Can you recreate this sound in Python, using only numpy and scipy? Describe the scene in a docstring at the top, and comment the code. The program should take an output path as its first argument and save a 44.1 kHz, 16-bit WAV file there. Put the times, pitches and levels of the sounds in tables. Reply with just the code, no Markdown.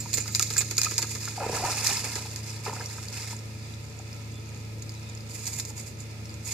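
"""Paws crunch over wet gravel and collar tags jingle as a dog trots along a lake shore.
A second dog wades in the shallows, its legs throwing spray and folding air into the water as bubbles.
Drops then fall from a soaked coat and paws scuff the grit. A far engine drones across the lake, and a
bird calls faintly. The near sounds and the air are coloured by a small camera's hollow housing and its
two ports, which ring at different pitches."""
import sys
import numpy as np
from scipy import signal
from scipy.fft import rfft, irfft, next_fast_len
from scipy.io import wavfile
from scipy.ndimage import uniform_filter1d

SR = 44100
rng = np.random.default_rng(int(sys.argv[2]) if len(sys.argv) > 2 else 0)


def transcribe(signal):
    """Save signal, clipped to [-1, 1], as a 16-bit WAV file at the path in sys.argv[1]."""
    frames = np.atleast_2d(signal).T
    limited = np.clip(frames, -1, 1)
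    pcm = np.round(limited * 32767).astype(np.int16)
    wavfile.write(sys.argv[1], SR, pcm)


N = 287973
TIME = np.arange(N) / SR

# grit under a paw: start_s, level_db, snap_db, thud_db, left_right_db, pebble_hz
PAW_CRUNCHES = [(0.1308, -18.5, 7, -24, 2, 6900), (0.1388, -17, 7, -30, 2, 4250),
                (0.172, -19, 13, -18, 0, 6560), (0.177, -26, 7, -3, 1, 6650),
                (0.1803, -27, 16, -20, -2, 6800), (0.1845, -31, 21, -36, 0, 7000),
                (0.278, -27.5, 2, -2.5, -2.5, 5000), (0.3489, -13, 11, -33, 8, 6970),
                (0.357, -24.5, 17.5, -40, -10, 6960), (0.3663, -36, 10, -38, -2, 6700),
                (0.3952, -15, 20, -18, 1, 6640), (0.4093, -25, 14, -25, -4, 6900),
                (0.4228, -18.5, 16, -28, 1, 7040), (0.4263, -16.5, 16, -26, 2, 6900),
                (0.5028, -21, 10, -7.5, 2, 4800), (0.5368, -22, 13, -18, 1, 6500),
                (0.5665, -17.5, 0, -20, 2, 7200), (0.579, -16.5, 17.5, -27, 2, 7320),
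                (0.6057, -19, 3, -7, 1, 6560), (0.6132, -23, 15, -15, -3, 6650),
                (0.7093, -23.5, 2, -6, -2.5, 6500), (0.7686, -25, 16, -28, 0, 6900),
                (0.7794, -12.5, 9.5, -26, 2.5, 4850), (0.7819, -22.5, 11, -25, -3, 6740),
                (0.8155, -11.5, 10, -32, 3, 6950), (0.8315, -15, -1, -26, -3, 7000),
                (0.8448, -17.5, 5, -14, 4, 6900), (0.9103, -23, 2, -5, 0, 4850),
                (0.98, -13.5, 10, -15, 2, 4970), (1.0188, -23.5, 12, -8, 2, 6900),
                (1.025, -21.5, 7, -11.5, 4, 7040), (1.151, -27.5, 14, -2.5, 1, 5200),
                (1.2537, -29, 17, -25, 0, 6900), (1.844, -19, 7.5, -27, -7, 7370),
                (1.866, -14, 6, -24, 0, 6400), (1.8704, -14.5, 13, -30, 4, 5140),
                (2.155, -23, 3.5, -4, 1, 4900), (2.36, -25.5, 11, -18.5, -1, 4940),
                (5.456, -27, 6, -27, -3, 6560), (5.467, -23, 0, -25, 3, 6500),
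                (5.5982, -20, 15, -30, 5, 6760), (5.6508, -27, 9, -34, -1, 7000)]
# spectra of cracking grit and of the paw's thud: freq_hz, gain_db
GRIT_SPECTRUM = [(300, -32.5), (1500, -13.5), (2500, -3), (3200, -17), (4000, -2.5), (5000, 3), (5800, -2),
                 (6800, 7.5), (7600, -0.5), (8800, -9), (12000, -9.5), (14500, -12.5)]
THUD_SPECTRUM = [(100, -20), (250, -1), (450, 0), (700, -12), (1300, -4), (2400, -5.5), (3200, -11),
                 (6000, -23.5)]

def crunches(pebble_db=-2, burst_db=-4, crumble_db=-3.5, crumble_per_thud=0.22):
    """Each crunch is a snap that rings a pebble, a dying crumble of small grains and a duller thud."""
    snap, pebble, crumble, thud = np.zeros((4, 2, N))
    for start_s, level_db, snap_db, thud_db, left_right_db, pebble_hz in PAW_CRUNCHES:
        level = amp(level_db + np.array([[0.5], [-0.5]]) * left_right_db)
        burst = amp(burst_db) * dying(t60_s=0.011, rise_s=0.00084)
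        # a heavier thud crumbles more grit
        loose = amp(crumble_db + crumble_per_thud * thud_db) * dying(t60_s=0.055, rise_s=0.0032)
        add(snap, start_s + 0.00074, level * amp(snap_db))
        add(pebble, start_s + 0.00044, level * ring(pebble_hz, t60_s=0.011, glide=0, onset_cycles=0.38))
        add(crumble, start_s, level * (burst + loose))
        add(thud, start_s, level * amp(min(thud_db, 0)) * dying(t60_s=0.066, rise_s=0.0051))
    bright = snap + crumble * grains(per_s=3500, spread_db=2.5)
    dull = amp(-3) * thud * grains(per_s=3100, spread_db=1.5)
    return camera(bright, GRIT_SPECTRUM) + amp(pebble_db) * camera(pebble) + camera(dull, THUD_SPECTRUM)


def trot(length_s=1.295, roll_db=-43, settle_db=-28):
    """Grit rolls under the trotting paws and settles again after each crunch."""
    rolling = amp(roll_db) * held(0, length_s, rise_s=0.0027, t60_s=0.27)
    settling = [amp(level_db + settle_db) * held(start_s, length_s=0.026, rise_s=0.026, t60_s=1)
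                for start_s, level_db, *_ in PAW_CRUNCHES if start_s < length_s]
    return amp(-2.5) * patter(power_sum([rolling, *settling]), GRIT_SPECTRUM, flicker_db=1, ping_db=-4)


# paw drags, mostly as the dog sits down: start_s, length_s, level_db
PAW_DRAGS = [(1.082, 0.051, -40.5), (5.282, 0.16, -46.5), (5.45, 0.021, -30), (5.506, 0.04, -39.5),
             (5.561, 0.024, -35), (5.653, 0.045, -48.5), (5.75, 0.052, -44.5), (5.848, 0.027, -46),
             (5.978, 0.028, -49), (6.418, 0.04, -46.5), (6.459, 0.07, -38)]
# fine grit and small drops: freq_hz, gain_db
FINE_SPECTRUM = [(200, -44), (900, -7.5), (1500, -17.5), (2300, -1.5), (3200, -13), (4200, -5), (5000, 2.5),
                 (5900, -5), (6900, 8.5), (8800, -5.5), (12500, -6.5), (14500, -14)]

def scuffs(gain_db=0.5):
    """A dragged paw pushes fine grit for as long as it moves."""
    drag = power_sum(amp(level_db) * held(start_s, length_s, rise_s=0.032, t60_s=0.17)
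                     for start_s, length_s, level_db in PAW_DRAGS)
    return amp(gain_db) * patter(drag, FINE_SPECTRUM, flicker_db=2.5, ping_db=-6)


# tag strikes: start_s, level_db, high_modes_db
TAG_STRIKES = [(0.0014, -21.5, 0), (0.139, -12, 0), (0.202, -18, -4), (0.321, -26, -1), (0.356, -18, -12),
               (0.524, -27, 3), (0.579, -10, 1), (0.5891, -12, 2), (0.786, -17, -1), (0.986, -22, 1)]
# tag modes: pitch_hz, level_db, t60_s
TAG_MODES = [(2444, -13, 0.064), (6675, -13, .05), (7160, 3, 0.06), (8030, -3, 0.06), (14370, -11, 0.06)]

def collar_tags(gain_db=-3, detune=0.0025, chatter_rad=0.9, uneven_db=3.5, high_above_hz=7600):
    """Small metal tags ring and chatter against each other; some strikes ring brighter than others."""
    out = np.zeros(N)
    t = np.arange(SR // 2) / SR
    for start_s, level_db, high_modes_db in TAG_STRIKES:
        for pitch_hz, mode_db, t60_s in TAG_MODES:
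            level_draw, pitch_draw = rng.standard_normal(2)
            contact = unit(uniform_filter1d(rng.standard_normal(len(t)), SR // 200))
            tone = np.sin(2 * np.pi * pitch_hz * (1 + detune * pitch_draw) * t + chatter_rad * contact)
            strike_db = level_db + gain_db + mode_db + uneven_db * level_draw
            strike_db += high_modes_db * (pitch_hz > high_above_hz)
            add(out, start_s, amp(strike_db) * dying(t60_s, rise_s=0.0032) * tone)
    return camera(out)


# sheets of spray thrown by a leg: start_s, length_s, level_db, t60_s
LEG_SPLASHES = [(1.193, 0.41, -43.5, 2), (1.503, 0.085, -38, 0.86), (1.63, 0.18, -34.5, 1.5),
                (1.831, 0.1, -32, 0.69), (2.033, 0.019, -35.5, 1.1), (2.448, 0.039, -42, 0.56),
                (2.632, 0.048, -42, 0.3), (2.714, 0.32, -47, 0.54), (3.111, 0.2, -41, 0.24)]
# spectra of the spray and of its finest drops: freq_hz, gain_db
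SPRAY_SPECTRUM = [(200, -31.5), (900, -1.5), (1600, -7), (2500, -0.5), (3200, -10.5), (4000, -3), (5100, 4),
                  (6000, -1.5), (7100, 4), (8500, -5), (11000, -8.5), (14500, -12.5)]
MIST_SPECTRUM = [(2000, -19), (6000, 12), (9000, -1), (14500, -15)]

def spray(gain_db=-2, rise_s=0.017, runoff_db=-17, mist_db=-11, mist_knee_db=-38):
    """Splashes rain back on the lake and water runs off the legs; hard splashes add a fine mist."""
    falling = power_sum(amp(level_db) * held(start_s, length_s, rise_s, t60_s)
                        for start_s, length_s, level_db, t60_s in LEG_SPLASHES)
    runoff = power_sum(amp(level_db + runoff_db) * held(start_s, length_s, rise_s, t60_s=6.5)
                       for start_s, length_s, level_db, _ in LEG_SPLASHES)
    mist_share = np.minimum(falling / amp(mist_knee_db), 1)
    mist = falling * mist_share * grains(per_s=6000, spread_db=15)
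    rain = patter(power_sum([falling, runoff]), SPRAY_SPECTRUM, flicker_db=1.72, ping_db=-4, spread_db=2)
    return amp(gain_db) * rain + amp(mist_db) * camera(mist, MIST_SPECTRUM)


# legs pushing through water: start_s, length_s, level_db, bubble_hz, t60_s
LEG_STROKES = [(1.4, 0.046, -32.5, 980, 0.12), (1.46, 0.078, -36.5, 566, 0.35),
               (1.538, 0.062, -35, 950, 0.55), (1.632, 0.059, -33.5, 808, 0.46),
               (1.805, 0.028, -44, 750, 0.34), (1.884, 0.025, -36.5, 745, 0.27),
               (2.035, 0.035, -37.5, 534, 0.19), (2.164, 0.019, -42.5, 685, 0.31),
               (2.658, 0.023, -33.5, 1200, 0.15), (2.7, 0.11, -44.5, 700, 0.46)]
# froth around a leg: freq_hz, gain_db
FROTH_SPECTRUM = [(120, -24), (280, 5), (500, 4), (900, 7.5), (1320, 3.5), (1800, 1), (2600, 2),
                  (5000, -36)]

def slosh(bubbles_db=-5, froth_db=-9, spread_octaves=0.58, t60_cycles=22, count=70):
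    """Each stroke folds air into the water: a dying cloud of bubbles in a rush of froth."""
    cloud, churn = np.zeros((2, N))
    for start_s, length_s, level_db, bubble_hz, t60_s in LEG_STROKES:
        bubbles = np.zeros(SR // 2)
        force = amp(level_db) * held(0, length_s, rise_s=0.0042, t60_s=t60_s)[:len(bubbles)]
        for k, (time_draw, pitch_draw, level_draw) in enumerate(rng.standard_normal((count, 3))):
            pitch_hz = np.clip(bubble_hz * 2 ** (spread_octaves * pitch_draw), 220, 2700)
            bubble = ring(pitch_hz, t60_cycles / pitch_hz, glide=0.17, onset_cycles=1.5)
            birth_s = (k + 0.385 * time_draw) / count / 2
            add(bubbles, birth_s, amp(2 * level_draw) * bubble)
        add(cloud, start_s, force * unit(bubbles))
        add(churn, start_s, force)
    at_ports = np.array([cloud, np.roll(cloud, shift=2)])  # slightly longer path to the right port
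    froth = churn * grains(per_s=2200, spread_db=3.5, lag_samples=3.6)
    return amp(bubbles_db) * camera(at_ports) + amp(froth_db) * camera(froth, FROTH_SPECTRUM)


# hollows behind a plunging leg: start_s, length_s, start_hz, end_hz, level_db
WATER_HOLLOWS = [(1.375, 0.07, 830, 440, -32), (1.62, 0.045, 660, 1020, -27)]

def gulps():
    """A hollow rings lower as it opens and higher as the water closes it."""
    out = np.zeros(N)
    for start_s, length_s, start_hz, end_hz, level_db in WATER_HOLLOWS:
        sweep_hz = np.geomspace(start_hz, end_hz, int(length_s * SR))
        tone = wavering_tone(sweep_hz, depth=0.058, rate_hz=150)
        add(out, start_s, amp(level_db) * np.sqrt(np.hanning(len(tone))) * tone)
    return camera(out)


# large air pockets in the water, heavy drops from the coat: start_s, level_db, pitch_hz
AIR_POCKETS = [(0.057, -36, 964), (0.178, -28.5, 435), (0.257, -38, 1350), (0.399, -27.5, 1300),
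               (0.563, -26, 1635), (0.783, -29.5, 1295), (0.858, -26, 2480), (0.865, -24.5, 1320),
               (0.99, -33, 930), (1.042, -34.5, 1236), (1.276, -29, 1400), (1.379, -28, 805),
               (1.428, -30, 856), (1.463, -23, 455), (1.495, -22, 484), (1.529, -25.5, 463),
               (1.567, -32, 1300), (1.638, -26.5, 340), (1.648, -29, 1307), (1.68, -29, 970),
               (1.975, -32.5, 990), (2.254, -38, 850), (2.663, -28, 925), (2.694, -29.5, 935),
               (2.729, -31, 915), (2.763, -35, 1470), (2.8, -36, 903), (2.808, -31.5, 1600),
               (2.982, -36, 1280), (3.329, -36.5, 950), (3.997, -39, 775), (5.706, -45, 870)]
COAT_DRIPS = [(1.969, -23, 5130), (2.737, -29.5, 7000), (2.859, -25, 5700), (3.054, -33, 6860),
              (3.084, -27.5, 4700), (3.366, -34, 7000), (3.3902, -36, 5400), (3.738, -37.5, 3830),
              (3.8297, -43, 7260), (3.99, -36.5, 6930), (4.129, -34, 5260), (4.822, -31.5, 6800),
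              (4.8235, -37.5, 4520), (4.893, -30.5, 4930), (4.9198, -37, 6620), (4.949, -40, 5200),
              (5.03, -39, 5350), (5.097, -36.5, 7000), (5.1504, -35, 6900), (5.1743, -34.5, 5110),
              (5.2061, -37, 4940), (6.004, -32, 7000), (6.112, -39, 5090), (6.255, -36, 5400),
              (6.294, -36, 4780), (6.341, -34.5, 6860)]

def plops_and_drips(plop_db=-2, swell_s=0.0042, gurgle_rad=0.86, drip_db=6, spatter_db=-13):
    """Air pockets swell and gurgle shut; falling drops tick, ring a tiny bubble and spatter."""
    out, spatter = np.zeros((2, N))
    t = np.arange(SR // 10) / SR
    swell = (t / swell_s * np.exp(1 - t / swell_s)) ** 2
    for start_s, level_db, pitch_hz in AIR_POCKETS:
        wobble = unit(np.convolve(rng.standard_normal(len(t)), np.hanning(SR // 400), "same"))
        tone = np.sin(2 * np.pi * pitch_hz * t + gurgle_rad * wobble)
        add(out, start_s - 0.002, amp(level_db + plop_db) * swell * tone)
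    for start_s, level_db, pitch_hz in COAT_DRIPS:
        drip = ring(pitch_hz, t60_s=0.01, glide=0.063, onset_cycles=2.6)
        drip[0] += 0.41  # impact tick
        add(out, start_s, amp(level_db + drip_db) * drip)
        add(spatter, start_s, amp(level_db + spatter_db) * dying(t60_s=0.042, rise_s=0.0003))
    return camera(out) + camera(spatter * grains(per_s=2500, spread_db=2), GRIT_SPECTRUM)


def trickle(tick_db=-66, ring_db=-67):
    """Smaller drops keep running off the coat: most only tick, some ring."""
    ticks = grains(per_s=60, spread_db=2)
    rings = pings(per_s=40, t60_cycles=30, low_hz=3800, high_hz=7600)
    return amp(tick_db) * camera(ticks, GRIT_SPECTRUM) + amp(ring_db) * camera(rings, FINE_SPECTRUM)


# engine tones: pitch_hz, level_db
ENGINE_TONES = [(80.7, -50.5), (82.2, -61), (109.1, -39.5), (141.3, -52.5), (191, -63), (218.2, -54),
                (327.3, -58.5), (436.4, -60.5), (463.5, -65), (572.8, -66)]
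# engine's slow fade: time_s, gain_db
ENGINE_FADE = [(0, 1), (1.8, 0), (3, -0.5), (4.6, -1), (6.5, -1.8)]

def engine(waver=0.0023, fade_db=1.0):
    """A far engine drones; its higher tones fade in and out more on their way over the water."""
    clock_s = np.cumsum(1 + waver * wander(rate_hz=3.5)) / SR
    drone = np.zeros(N)
    for pitch_hz, level_db in ENGINE_TONES:
        level = amp(level_db + fade_db * np.sqrt(pitch_hz / 200) * wander(rate_hz=2.9))
        drone += level * np.sin(2 * np.pi * (pitch_hz * clock_s + rng.random()))
    return np.sqrt(2) * drone * amp(np.interp(TIME, *np.transpose(ENGINE_FADE)))


# bird calls: start_s, length_s, start_hz, end_hz, level_db
BIRD_CALLS = [(4.315, 0.11, 3400, 3560, -53), (4.945, 0.06, 3750, 4050, -52), (5.03, 0.11, 3620, 3780, -54)]

def bird():
    """A far bird gives thin, unsteady rising calls."""
    out = np.zeros(N)
    for start_s, length_s, start_hz, end_hz, level_db in BIRD_CALLS:
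        sweep_hz = np.linspace(start_hz, end_hz, int(length_s * SR))
        tone = wavering_tone(sweep_hz, depth=0.013, rate_hz=200)
        add(out, start_s, amp(level_db) * np.hanning(len(tone)) * tone)
    return out


# open-air rumble and hiss: freq_hz, gain_db
RUMBLE_SPECTRUM = [(20, -17), (40, -11.5), (60, -0.5), (120, 2), (170, -2), (250, -2.5), (350, -9),
                   (480, -9.5), (700, -13), (1200, -38), (2500, -32)]
HISS_SPECTRUM = [(300, -9.5), (700, -0.5), (1250, 3.5), (1600, -1.5), (2450, 7), (3200, -3), (4800, 2),
                 (6000, -2.5), (7000, -2), (9000, -9.5), (14500, -22.5)]
# likeness of the air at the two ports: freq_hz, coherence
AIR_COHERENCE = [(30, 0.036), (120, 0.83), (300, 0.66), (550, 0.31), (1200, 0.0039), (2500, 0), (5000, 0)]

def air(spectrum, level_db, swell_db=0.7):
    """Open-air noise, alike in both ports only in the bass."""
    size = next_fast_len(N, True)
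    left, unrelated = rfft(rng.standard_normal((2, size)))
    coherence = at_hz(AIR_COHERENCE, np.fft.rfftfreq(size, 1 / SR))
    right = coherence * left + np.sqrt(1 - coherence ** 2) * unrelated
    noise = irfft(np.array([left, right]), size)[:, :N]
    return amp(level_db + swell_db * wander(rate_hz=5.5)) * unit(camera(noise, spectrum))


def shore(x, scatter_db=-13, t60_s=0.16):
    """Reeds and bank scatter a short tail."""
    t = np.arange(SR // 3) / SR
    tail = rng.standard_normal((2, len(t))) * amp(-60 * t / t60_s) * (t > 0.002)
    tail /= np.linalg.norm(tail, axis=1, keepdims=True)
    return x + amp(scatter_db) * signal.oaconvolve(x, tail, axes=1)[:, :N]


# port resonances: freq_hz, left_right_db
PORT_BALANCE = [(1000, -0.5), (1350, 1), (2000, -1), (2550, -7.5), (3200, -6), (4000, 7), (5000, 4),
                (5700, -1.5), (6700, -12), (8000, -10.5), (9000, -7.5), (11000, -16), (14000, -12)]
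# hollow housing, neutral source: freq_hz, gain_db
HOUSING_SPECTRUM = [(300, 0), (460, 2), (680, -2.5), (900, 3), (1020, 3), (1090, -8), (1150, -8),
                    (1250, 3.5), (1400, 2), (1500, -6), (1660, 2), (1810, 1), (1900, -4), (2080, 2.5),
                    (2270, -1.5), (2470, 2), (2800, -1), (3220, -3), (3420, 3.5), (3800, .5)]
FLAT_SPECTRUM = [(100, 0), (15000, 0)]

def camera(x, spectrum=FLAT_SPECTRUM, size=2048):
    """Shapes a source by its spectrum and the housing; port resonances split it left and right."""
    hz = abs(np.fft.fftfreq(size, 1 / SR))
    ratio = amp(at_hz(PORT_BALANCE, hz))
    split = np.array([ratio, np.ones(size)]) * np.sqrt(2 / (1 + ratio ** 2))
    gain = unit(amp(at_hz(spectrum, hz))) * amp(at_hz(HOUSING_SPECTRUM, hz)) * split
    minimum_phase = np.exp(np.conj(signal.hilbert(np.log(gain))))
    taps = np.fft.ifft(minimum_phase).real
    return signal.oaconvolve(x * np.ones((2, 1)), taps, axes=1)[:, :N]


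def patter(envelope, spectrum, flicker_db, ping_db, spread_db=0.5):
    """Thousands of tiny impacts arrive in clumps; some ring."""
    impacts = grains(per_s=5000, spread_db=spread_db) + amp(ping_db) * pings(per_s=900, t60_cycles=54)
    return camera(impacts * envelope * amp(flicker_db * wander(rate_hz=51)), spectrum)


def grains(per_s, spread_db, lag_samples=3.0):
    """Random clicks of uneven size, each with its own delay between the ports."""
    left_at = np.flatnonzero(rng.random(N) < per_s / SR)
    size = amp(spread_db * np.minimum(rng.exponential(1, N)[left_at], 4))
    size *= rng.choice([-1, 1], N)[left_at]
    lag = np.round(lag_samples * rng.standard_normal(N)[left_at]).astype(int)
    right_at = np.clip(left_at + lag, 0, N - 1)
    return unit(np.array([np.bincount(left_at, size, N), np.bincount(right_at, size, N)]))


def pings(per_s, t60_cycles, spread_db=1.5, low_hz=1500, high_hz=11000, pitches=40):
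    """Tiny bubbles and pebbles of many sizes, each with a brief pitch."""
    out = np.zeros(N)
    for hz in np.geomspace(low_hz, high_hz, pitches):
        starts = rng.integers(0, N, (int(per_s * TIME[-1] / pitches), 1))
        ping = ring(hz * rng.uniform(0.97, 1.03), t60_cycles / hz, glide=0.33, onset_cycles=0.52)
        size = np.sqrt(hz) * amp(spread_db * np.minimum(rng.exponential(1, starts.shape), 3))
        np.add.at(out, (starts + np.arange(len(ping))) % N, size * ping)
    return unit(out)


def ring(pitch_hz, t60_s, glide, onset_cycles):
    """A pebble or bubble rings down; glide lifts the pitch, as when a bubble nears the surface."""
    t = np.arange(int(np.clip(t60_s, 0.003, 0.2) * SR)) / SR
    cycles = pitch_hz * t * (1 + glide * t / t60_s / 2)
    return amp(-60 * t / t60_s) * (1 - np.exp(-cycles / onset_cycles)) * np.sin(2 * np.pi * cycles)


def wavering_tone(sweep_hz, depth, rate_hz):
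    """Sine that strays at random around a pitch curve."""
    pitch_hz = sweep_hz * (1 + depth * wander(rate_hz)[:len(sweep_hz)])
    return np.sin(2 * np.pi * np.cumsum(pitch_hz) / SR)


def wander(rate_hz):
    """Random drift of rms 1, rolling off above rate_hz."""
    t = np.arange(0, TIME[-1] + 0.1, 0.002)
    hz = np.fft.rfftfreq(len(t), t[1])
    lowpass = np.exp(-(hz / rate_hz) ** 2) * (hz > 0)
    drift = irfft(rfft(rng.standard_normal(len(t))) * lowpass, len(t))
    return np.interp(TIME, t, unit(drift))


def dying(t60_s, rise_s):
    """Impact envelope: short rise, exponential fall."""
    t = np.arange(SR // 2) / SR
    return amp(-60 * t / t60_s) * (1 - np.exp(-t / rise_s))


def held(start_s, length_s, rise_s, t60_s):
    """Movement envelope: rise, hold, exponential fall."""
    t = TIME - start_s
    return np.clip(t / rise_s, 0, 1) * amp(-60 * np.maximum(t - length_s, 0) / t60_s)


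def power_sum(envelopes):
    """Unrelated showers of grains add in power."""
    return np.sqrt(sum(envelope ** 2 for envelope in envelopes))


def amp(db):
    """Decibels to gain."""
    return 10 ** (np.asarray(db) / 20)


def unit(x):
    """Scales the mean of the channels to rms 1."""
    return x / np.sqrt(np.mean(np.atleast_2d(x).mean(0) ** 2) + 1e-20)


def at_hz(points, hz):
    """Reads a curve on a log-frequency axis."""
    freq_hz, value = np.transpose(points)
    return np.interp(np.log(hz + 1), np.log(freq_hz), value)


def add(mix, start_s, sound):
    """Mixes a sound in at start_s."""
    part = mix[..., max(round(start_s * SR), 0):][..., :sound.shape[-1]]
    part += sound[..., :part.shape[-1]]


def scene():
    """Two dogs at the water's edge, with the lake behind them."""
    gravel = crunches() + trot() + scuffs()
    water = spray() + slosh() + gulps() + plops_and_drips() + trickle()
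    lake = engine() + bird() + air(RUMBLE_SPECTRUM, level_db=-48) + air(HISS_SPECTRUM, level_db=-52.5)
    return shore(gravel + collar_tags() + water) + lake


def record(dry):
    """The camera's steep band limit."""
    cutoff_hz = 14640
    lowpass = signal.firwin(255, cutoff_hz, window=("kaiser", 8), fs=SR)
    return signal.oaconvolve(dry, lowpass[None], "same", axes=1)


dry = scene()
out = record(dry)
transcribe(out)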